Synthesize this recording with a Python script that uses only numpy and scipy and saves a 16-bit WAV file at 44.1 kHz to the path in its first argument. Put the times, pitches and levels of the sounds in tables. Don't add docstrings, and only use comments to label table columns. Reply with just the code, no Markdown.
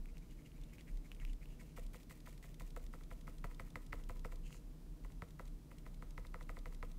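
import sys
import numpy as np
from scipy import signal
from scipy.fft import rfft, irfft, next_fast_len
from scipy.io import wavfile
from scipy.ndimage import map_coordinates

SR = 44100
rng = np.random.default_rng(int(sys.argv[2]) if len(sys.argv) > 2 else 0)


def natural_amplitude(level_db):
    exponent = np.asarray(level_db, float) / 20
    return 10 ** exponent


def bounce(signal):
    frames = np.transpose(np.atleast_2d(signal))
    limited = np.clip(frames, -1, 1)
    pcm = np.round(limited * 32767).astype(np.int16)
    wavfile.write(sys.argv[1], SR, pcm)


N = 307818


def unit(x):
    return x / np.sqrt(np.mean(x ** 2) + 1e-20)


def along(points, hz):
    f, value = np.transpose(points)
    return np.interp(np.log(hz + 1), np.log(f + 1), value)


def noise(spectrum):
    size = next_fast_len(N)
    hz = np.fft.rfftfreq(size, 1 / SR)
    white = rng.standard_normal(size)
    coloured = irfft(rfft(white) * natural_amplitude(along(spectrum, hz)), size)
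    return unit(coloured[:N])


def wobble(rate):
    points = rng.standard_normal(int(N * rate / SR) + 4)
    return map_coordinates(points, [np.arange(N) * rate / SR])


def add(track, s, sound):
    part = track[round(s * SR):][:len(sound)]
    part += sound[:len(part)]


def whine():
    # f/Hz, rms level/dB
    tones = [(4000, -96), (5001, -96), (6002, -98), (10002, -101), (10998, -99), (11999, -100),
             (13001, -100)]
    t = np.arange(N) / SR
    return sum(np.sqrt(2) * natural_amplitude(db) * np.sin(2 * np.pi * (hz * t + rng.random())) for hz, db in tones)


def hiss():
    # f/Hz, relative level per Hz/dB
    colour = [(290, -45), (500, -3), (522, -36), (561, -1), (686, -4), (737, -8.5), (851, -7), (1670, -15),
              (4030, -17.5), (15600, -21.5)]
    return natural_amplitude(-72.5) * noise(colour)


def room_air():
    # f/Hz, relative level per Hz/dB
    colour = [(25, -19.5), (42, 2), (50, -9.5), (59, -9), (70, -14.5), (87, -21), (118, -16.5), (161, -10),
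              (176, -14), (198, -24), (238, -17.5), (302, -22), (400, -28.5), (481, -29), (560, -46),
              (730, -60), (1230, -120)]
    return natural_amplitude(-55) * noise(colour)


def drones():
    # f/Hz, width/Hz, rms level/dB
    lines = [(155, 14, -69.5), (232.2, 13, -75), (296.4, 10, -75), (492.6, 11, -84.5)]
    total = np.zeros(N)
    for hz, width, db in lines:
        band = [(hz - 3 * width, -120), (hz - width / 2, -6), (hz, 0),
                (hz + width / 2, -6), (hz + 3 * width, -120)]
        total += natural_amplitude(db) * noise(band)
    return total


def rumble():
    # t/s, f/Hz, rms level before the swells/dB
    path = [(0.0, 30.35, -42), (0.12, 30.24, -56), (0.5, 33.66, -80), (1.2, 32.6, -52), (1.651, 30.0, -60),
            (2.1, 33.95, -59), (2.55, 34.37, -53.5), (2.678, 32.04, -47), (3.05, 30.58, -50.5),
            (3.83, 30.83, -53.5), (4.06, 30.35, -45), (4.45, 30.3, -45.5), (4.53, 30.76, -58),
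            (4.7, 32.57, -51.5), (5.07, 34.2, -53), (5.249, 31.2, -64), (5.54, 34.57, -44.5),
            (5.62, 34.24, -68), (5.91, 32.2, -50), (6.98, 30.3, -46.5)]
    # middle t/s, rise/dB
    swells = [(.17, 7), (.33, 19), (.62, 28), (.95, 22), (1.29, 15.5), (1.52, 8), (1.85, 15), (3.462, 8)]
    swell_s = 0.08
    t = np.arange(N) / SR
    s, hz, db = np.transpose(path)
    level_db = np.interp(t, s, db)
    level_db += sum(rise_db * np.exp(-((t - at) / swell_s) ** 2) for at, rise_db in swells)
    cycles = np.cumsum(np.interp(t, s, hz)) / SR
    return np.sqrt(2) * natural_amplitude(level_db) * np.sin(2 * np.pi * cycles)


def hand():
    # middle t/s, half length/s, strength/dB, resonance f/Hz, fizz re strength/dB
    slips = [(0.09, 0.018, -75.5, 2230, -7), (0.154, 0.0092, -74, 2650, -6), (.235, 0.022, -79.5, 2250, -1),
             (.315, 0.018, -75, 2630, -0.5), (0.394, 0.017, -75.5, 2250, -3),
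             (0.464, 0.013, -69.5, 2530, -4), (0.564, 0.016, -75.5, 2210, -4),
             (0.633, 0.022, -77, 2600, -12), (0.698, 0.016, -76.5, 2700, -9),
             (.735, 0.009, -67.5, 2280, -12), (.8, 0.021, -70.5, 2520, -7), (0.885, 0.015, -65, 2290, -17),
             (1.059, 0.012, -67, 2210, -7), (1.124, 0.0083, -64.5, 2563, -10),
             (1.211, 0.016, -67.5, 2300, -7), (1.288, 0.028, -69.5, 2670, -5),
             (1.428, .015, -67.5, 2250, -18), (1.516, 0.045, -74.5, 2650, -5),
             (1.608, 0.011, -66, 2210, -4), (1.7, 0.054, -78.5, 2600, -3), (.6, .45, -87, 2420, -7),
             (4.468, 0.026, -68.5, 2750, -2), (4.534, .045, -71.5, 2600, 3.5)]
    skin_hz = (2210, 2794)
    # f as a multiple of its middle, relative level/dB
    skin_shape = [(.4, -120), (.55, -16), (.85, -9), (1, 0), (1.15, -9), (1.35, -24), (1.6, -120)]
    # f/Hz, relative level per Hz/dB
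    fizz_colour = [(3000, -120), (3800, -11.5), (5500, -14), (6800, -8.5), (8200, -14), (16000, -24)]
    # changes per second/Hz, depth/dB
    unevenness = [(60, 1.2), (250, 2.2)]
    fizz_late = 0.17
    t = np.arange(N) / SR
    low, high, fizz = np.zeros((3, N))
    for s, half, db, hz, fizz_db in slips:
        near = slice(max(round((s - 3 * half) * SR), 0), round((s + 4 * half) * SR))
        from_middle = (t[near] - s) / half
        turn = np.pi / 2 * np.clip((hz - skin_hz[0]) / (skin_hz[1] - skin_hz[0]), 0, 1)
        swell = natural_amplitude(db) * np.exp(-from_middle ** 2)
        low[near] += np.cos(turn) * swell
        high[near] += np.sin(turn) * swell
        fizz[near] += natural_amplitude(db + fizz_db) * np.exp(-(from_middle - fizz_late) ** 2)
    low_skin, high_skin = [noise([(ratio * hz, db) for ratio, db in skin_shape]) for hz in skin_hz]
    grip = unit(natural_amplitude(sum(db * wobble(rate) for rate, db in unevenness)))
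    return grip * (low * low_skin + high * high_skin + fizz * noise(fizz_colour))


def ticks():
    # t/s, strength/dB, f/Hz
    flicks = [(0.057, -50.5, 2280), (0.1545, -68, 2250), (0.17, -51.5, 2600), (0.4194, -61, 2270),
              (0.5177, -58, 2830), (0.5798, -61, 2400), (0.7831, -50.5, 2270), (1.1168, -42.5, 2740),
              (1.1653, -58, 2470), (1.1997, -50, 2790), (1.2502, -43, 2550), (1.277, -56, 2435),
              (1.4567, -52.5, 2740), (4.527, -47.5, 2740)]
    out, t = np.zeros(N), np.arange(SR // 40) / SR
    for s, db, hz in flicks:
        tone = natural_amplitude(-60 * t / 0.0055) * np.sin(2 * np.pi * hz * t)
        click = 0.24 * natural_amplitude(-60 * t / 0.0083) * rng.standard_normal(len(t))
        add(out, s + 0.00042, natural_amplitude(db + 1.5) * (tone + click))
    return out


def lifts():
    # t/s, strength/dB
    pulls = [(0.18, -59.5), (0.3087, -65), (0.3173, -68), (0.47, -68), (0.613, -63), (0.636, -59),
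             (0.808, -57), (0.9716, -61), (1.147, -59), (1.331, -57.5), (1.864, -57), (2.0308, -58),
             (2.203, -59), (2.3771, -57.5), (2.4882, -73), (2.5423, -57), (2.704, -58), (2.8635, -57),
             (3.035, -57), (3.21, -58.5), (3.3826, -58.5), (3.5456, -58), (3.703, -59), (3.8637, -57.5),
             (4.037, -59), (4.1935, -58), (4.357, -57.5), (5.119, -59.5), (5.285, -65), (5.3059, -59.5),
             (5.454, -61.5), (5.4773, -59.5), (5.7831, -58), (5.9434, -59.5), (6.1065, -57.5),
             (6.267, -56.5), (6.426, -57), (6.5881, -56), (6.7462, -56.5), (6.915, -57)]
    # f/Hz, relative level per Hz/dB
    tack = [(1200, -120), (1900, -0.5), (2700, -7.5), (3500, -0.5), (5000, -6.5), (8000, -7.5),
            (12000, -15.5), (16000, -22)]
    gate, t = np.zeros(N), np.arange(SR // 40) / SR
    burst = (1 - np.exp(-t / 0.00026)) * np.exp(-(t / 0.0051) ** 2)
    for s, db in pulls:
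        add(gate, s, natural_amplitude(db - 4.0) * burst)
    return gate * noise(tack)


def room(x):
    # f/Hz, time/s
    decay = [(200, 0.17), (1000, 0.51), (3000, 0.1), (10000, 0.31)]
    hz, t, cells = signal.stft(rng.standard_normal(SR // 4), SR, nperseg=256)
    fading = cells * natural_amplitude(-60 * t / along(decay, hz)[:, None])
    tail = signal.istft(fading, SR, nperseg=256)[1]
    return signal.fftconvolve(x, tail / np.linalg.norm(tail))


def canvas(low_db, soft, bass_db=0, size=8192):
    # f/Hz, width/Hz, relative level/dB
    mode_table = [(89.4, 36, 7), (272, 20, -36), (494.6, 54, 4.5), (674, 44, -1), (880, 30, -81),
                  (999, 105, -4), (1284, 160, -4.5), (2012, 200, -2.5), (2600, 150, -46), (4350, 1600, -18)]
    f = np.fft.rfftfreq(size, 1 / SR)
    hz, width, db = np.transpose(mode_table)[:, :, None]
    db = db + low_db * (hz < 1500) + bass_db * ((hz > 200) & (hz < 800))
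    db = db + 1.4 * rng.standard_normal(db.shape)
    modes = natural_amplitude(db) * f * width / np.hypot(hz ** 2 - f ** 2, f * width + 1)
    gain = np.sqrt(np.sum(modes ** 2, axis=0))
    gain = gain / np.hypot(1, (f / 2600) ** 2)
    cepstrum = irfft(np.log(gain + 1e-6))
    cepstrum[1:size // 2] *= 2
    cepstrum[size // 2 + 1:] = 0
    late = np.sqrt(500 / np.clip(f, 350, 3000)) - np.sqrt(500 / 3000)
    late = (0.00502 + 0.02253 * soft) * late
    return irfft(np.exp(rfft(cepstrum) - 2j * np.pi * np.cumsum(late) * SR / size))


def blow_on_canvas(canvas_db, soft, lead, t):
    # t after the blow/s, strength/dB
    returns = [(.0052, -17), (.012, -23.5)]
    hairs = rng.standard_normal(len(t)) * (rng.random(len(t)) < .05)
    hairs = hairs * np.exp(-(t / (lead + 0.00063)) ** 2)
    hairs = 2 * soft * hairs / (np.linalg.norm(hairs) + 1e-9)
    blow = signal.fftconvolve(hairs, canvas(canvas_db + 1, soft))[:len(t)]
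    add(blow, lead, (1 - soft) * canvas(canvas_db + 12.5, soft, bass_db=-17.5))
    for later, back_db in returns:
        strength = natural_amplitude(back_db + 2.1 * rng.standard_normal())
        echo = strength * canvas(canvas_db + 15.5, soft, bass_db=7)
        add(blow, lead + later * rng.uniform(0.893, 1.15), echo)
    return blow


def bristle_crush(soft, lead, t):
    touch = (1 - soft) ** 2 * natural_amplitude(-60 * t / .009) * (1 - np.exp(-t / .0008))
    splay = natural_amplitude(-10.0) * np.exp(-((t - lead) / 0.029) ** 2)
    spring_back = natural_amplitude(-16.5) * np.exp(-((t - .075) / 0.022) ** 2)
    return touch + splay + spring_back


def dabs():
    # blow t/s, knock strength/dB, low modes re knock/dB, softness 0-1
    dab_table = [(0.7324, -58.5, -21, 0), (0.888, -61, -29, 0.2), (1.0605, -62, -12, 0.33),
                 (1.2286, -51.5, -16, 0.4), (1.4292, -71, -35, 0.15), (1.611, -51, -15.5, 0.38),
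                 (1.774, -52, -1, 0.26), (1.9435, -55.5, -2, 0.25), (2.108, -46, -13, 0.28),
                 (2.271, -50, -5.5, 0.32), (2.4407, -48.5, -13, 0.31), (2.606, -49.5, -7, 0.22),
                 (2.7639, -48.5, -4.5, 0.07), (2.9366, -49, -6, 0.18), (3.1122, -49, -5.5, 0.18),
                 (3.277, -48.5, -5, 0.16), (3.442, -39.5, -9.5, 0.07), (3.597, -38, -13, 0.08),
                 (3.7565, -37, -12.5, 0.03), (3.9291, -34.5, -13, 0.11), (4.0953, -44.5, -5, 0.13),
                 (4.2481, -41, -8.5, 0.1), (5.0472, -51.5, -6.5, 0.22), (5.221, -39, -10.5, 0.06),
                 (5.395, -44.5, -7, 0.11), (5.715, -49, -11.5, 0.18), (5.8634, -50.5, -8.5, 0.18),
                 (6.0237, -47, -8, 0.08), (6.1786, -40.5, -12, 0.1), (6.343, -40, -11.5, 0.09),
                 (6.4933, -42, -10.5, 0.11), (6.6575, -41, -11.5, 0.05), (6.8274, -38.5, -11.5, 0.04)]
    # t/s, knock strength/dB
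    touches = [(3.0094, -57), (3.5125, -52.5), (3.6739, -62), (3.9979, -56.5), (4.161, -60), (4.3217, -48),
               (4.5048, -56), (4.5441, -55), (5.1012, -60), (6.2494, -49), (6.4093, -46.5), (6.5687, -45.5),
               (6.7241, -55)]
    # t/s, rustle strength/dB
    crush = [(0.73, -58.5), (1.06, -63.5), (1.62, -60), (1.77, -52), (2.76, -54), (2.94, -58), (3.93, -54),
             (4.25, -55.5), (5.05, -63), (5.3, -57), (5.71, -62.5), (6.83, -57)]
    # f/Hz, relative level per Hz/dB
    bristle = [(1200, -120), (1800, 5.5), (2300, 4.5), (3200, -1.5), (5500, -5), (7800, -2), (11000, -7),
               (16000, -4.5)]
    knock, rustle, t = np.zeros(N), np.zeros(N), np.arange(SR // 8) / SR
    blows = [(s, db, low_db, np.interp(s, *np.transpose(crush)), soft) for s, db, low_db, soft in dab_table]
    blows += [(s, db, -11, db - 20, .13) for s, db in touches]
    for s, db, canvas_db, bristle_db, soft in blows:
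        soft = np.clip(soft, 0, .9)
        lead = 0.049 * soft
        blow = blow_on_canvas(canvas_db, soft, lead, t)
        add(knock, s - lead, natural_amplitude(db + 34.5) * blow)
        add(knock, s - lead + 0.0054, natural_amplitude(db + 19) * room(blow))
        add(rustle, s - lead + 0.0018, natural_amplitude(bristle_db) * bristle_crush(soft, lead, t))
    grain = unit(natural_amplitude(2.6 * wobble(300) + 3.5 * wobble(1500)))
    return knock + rustle * grain * noise(bristle)


def scene():
    background = whine() + hiss() + room_air() + drones() + rumble()
    return (background + hand() + ticks() + lifts() + dabs())[None]


def low_pass(x):
    return signal.sosfilt(signal.butter(12, 15710, fs=SR, output="sos"), x)


def record(dry):
    top_hz = 15720
    hz = np.fft.rfftfreq(N, 1 / SR)
    mix = irfft(rfft(dry) * (hz < top_hz), N)
    return low_pass(mix)


dry = scene()
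out = record(dry)
bounce(out)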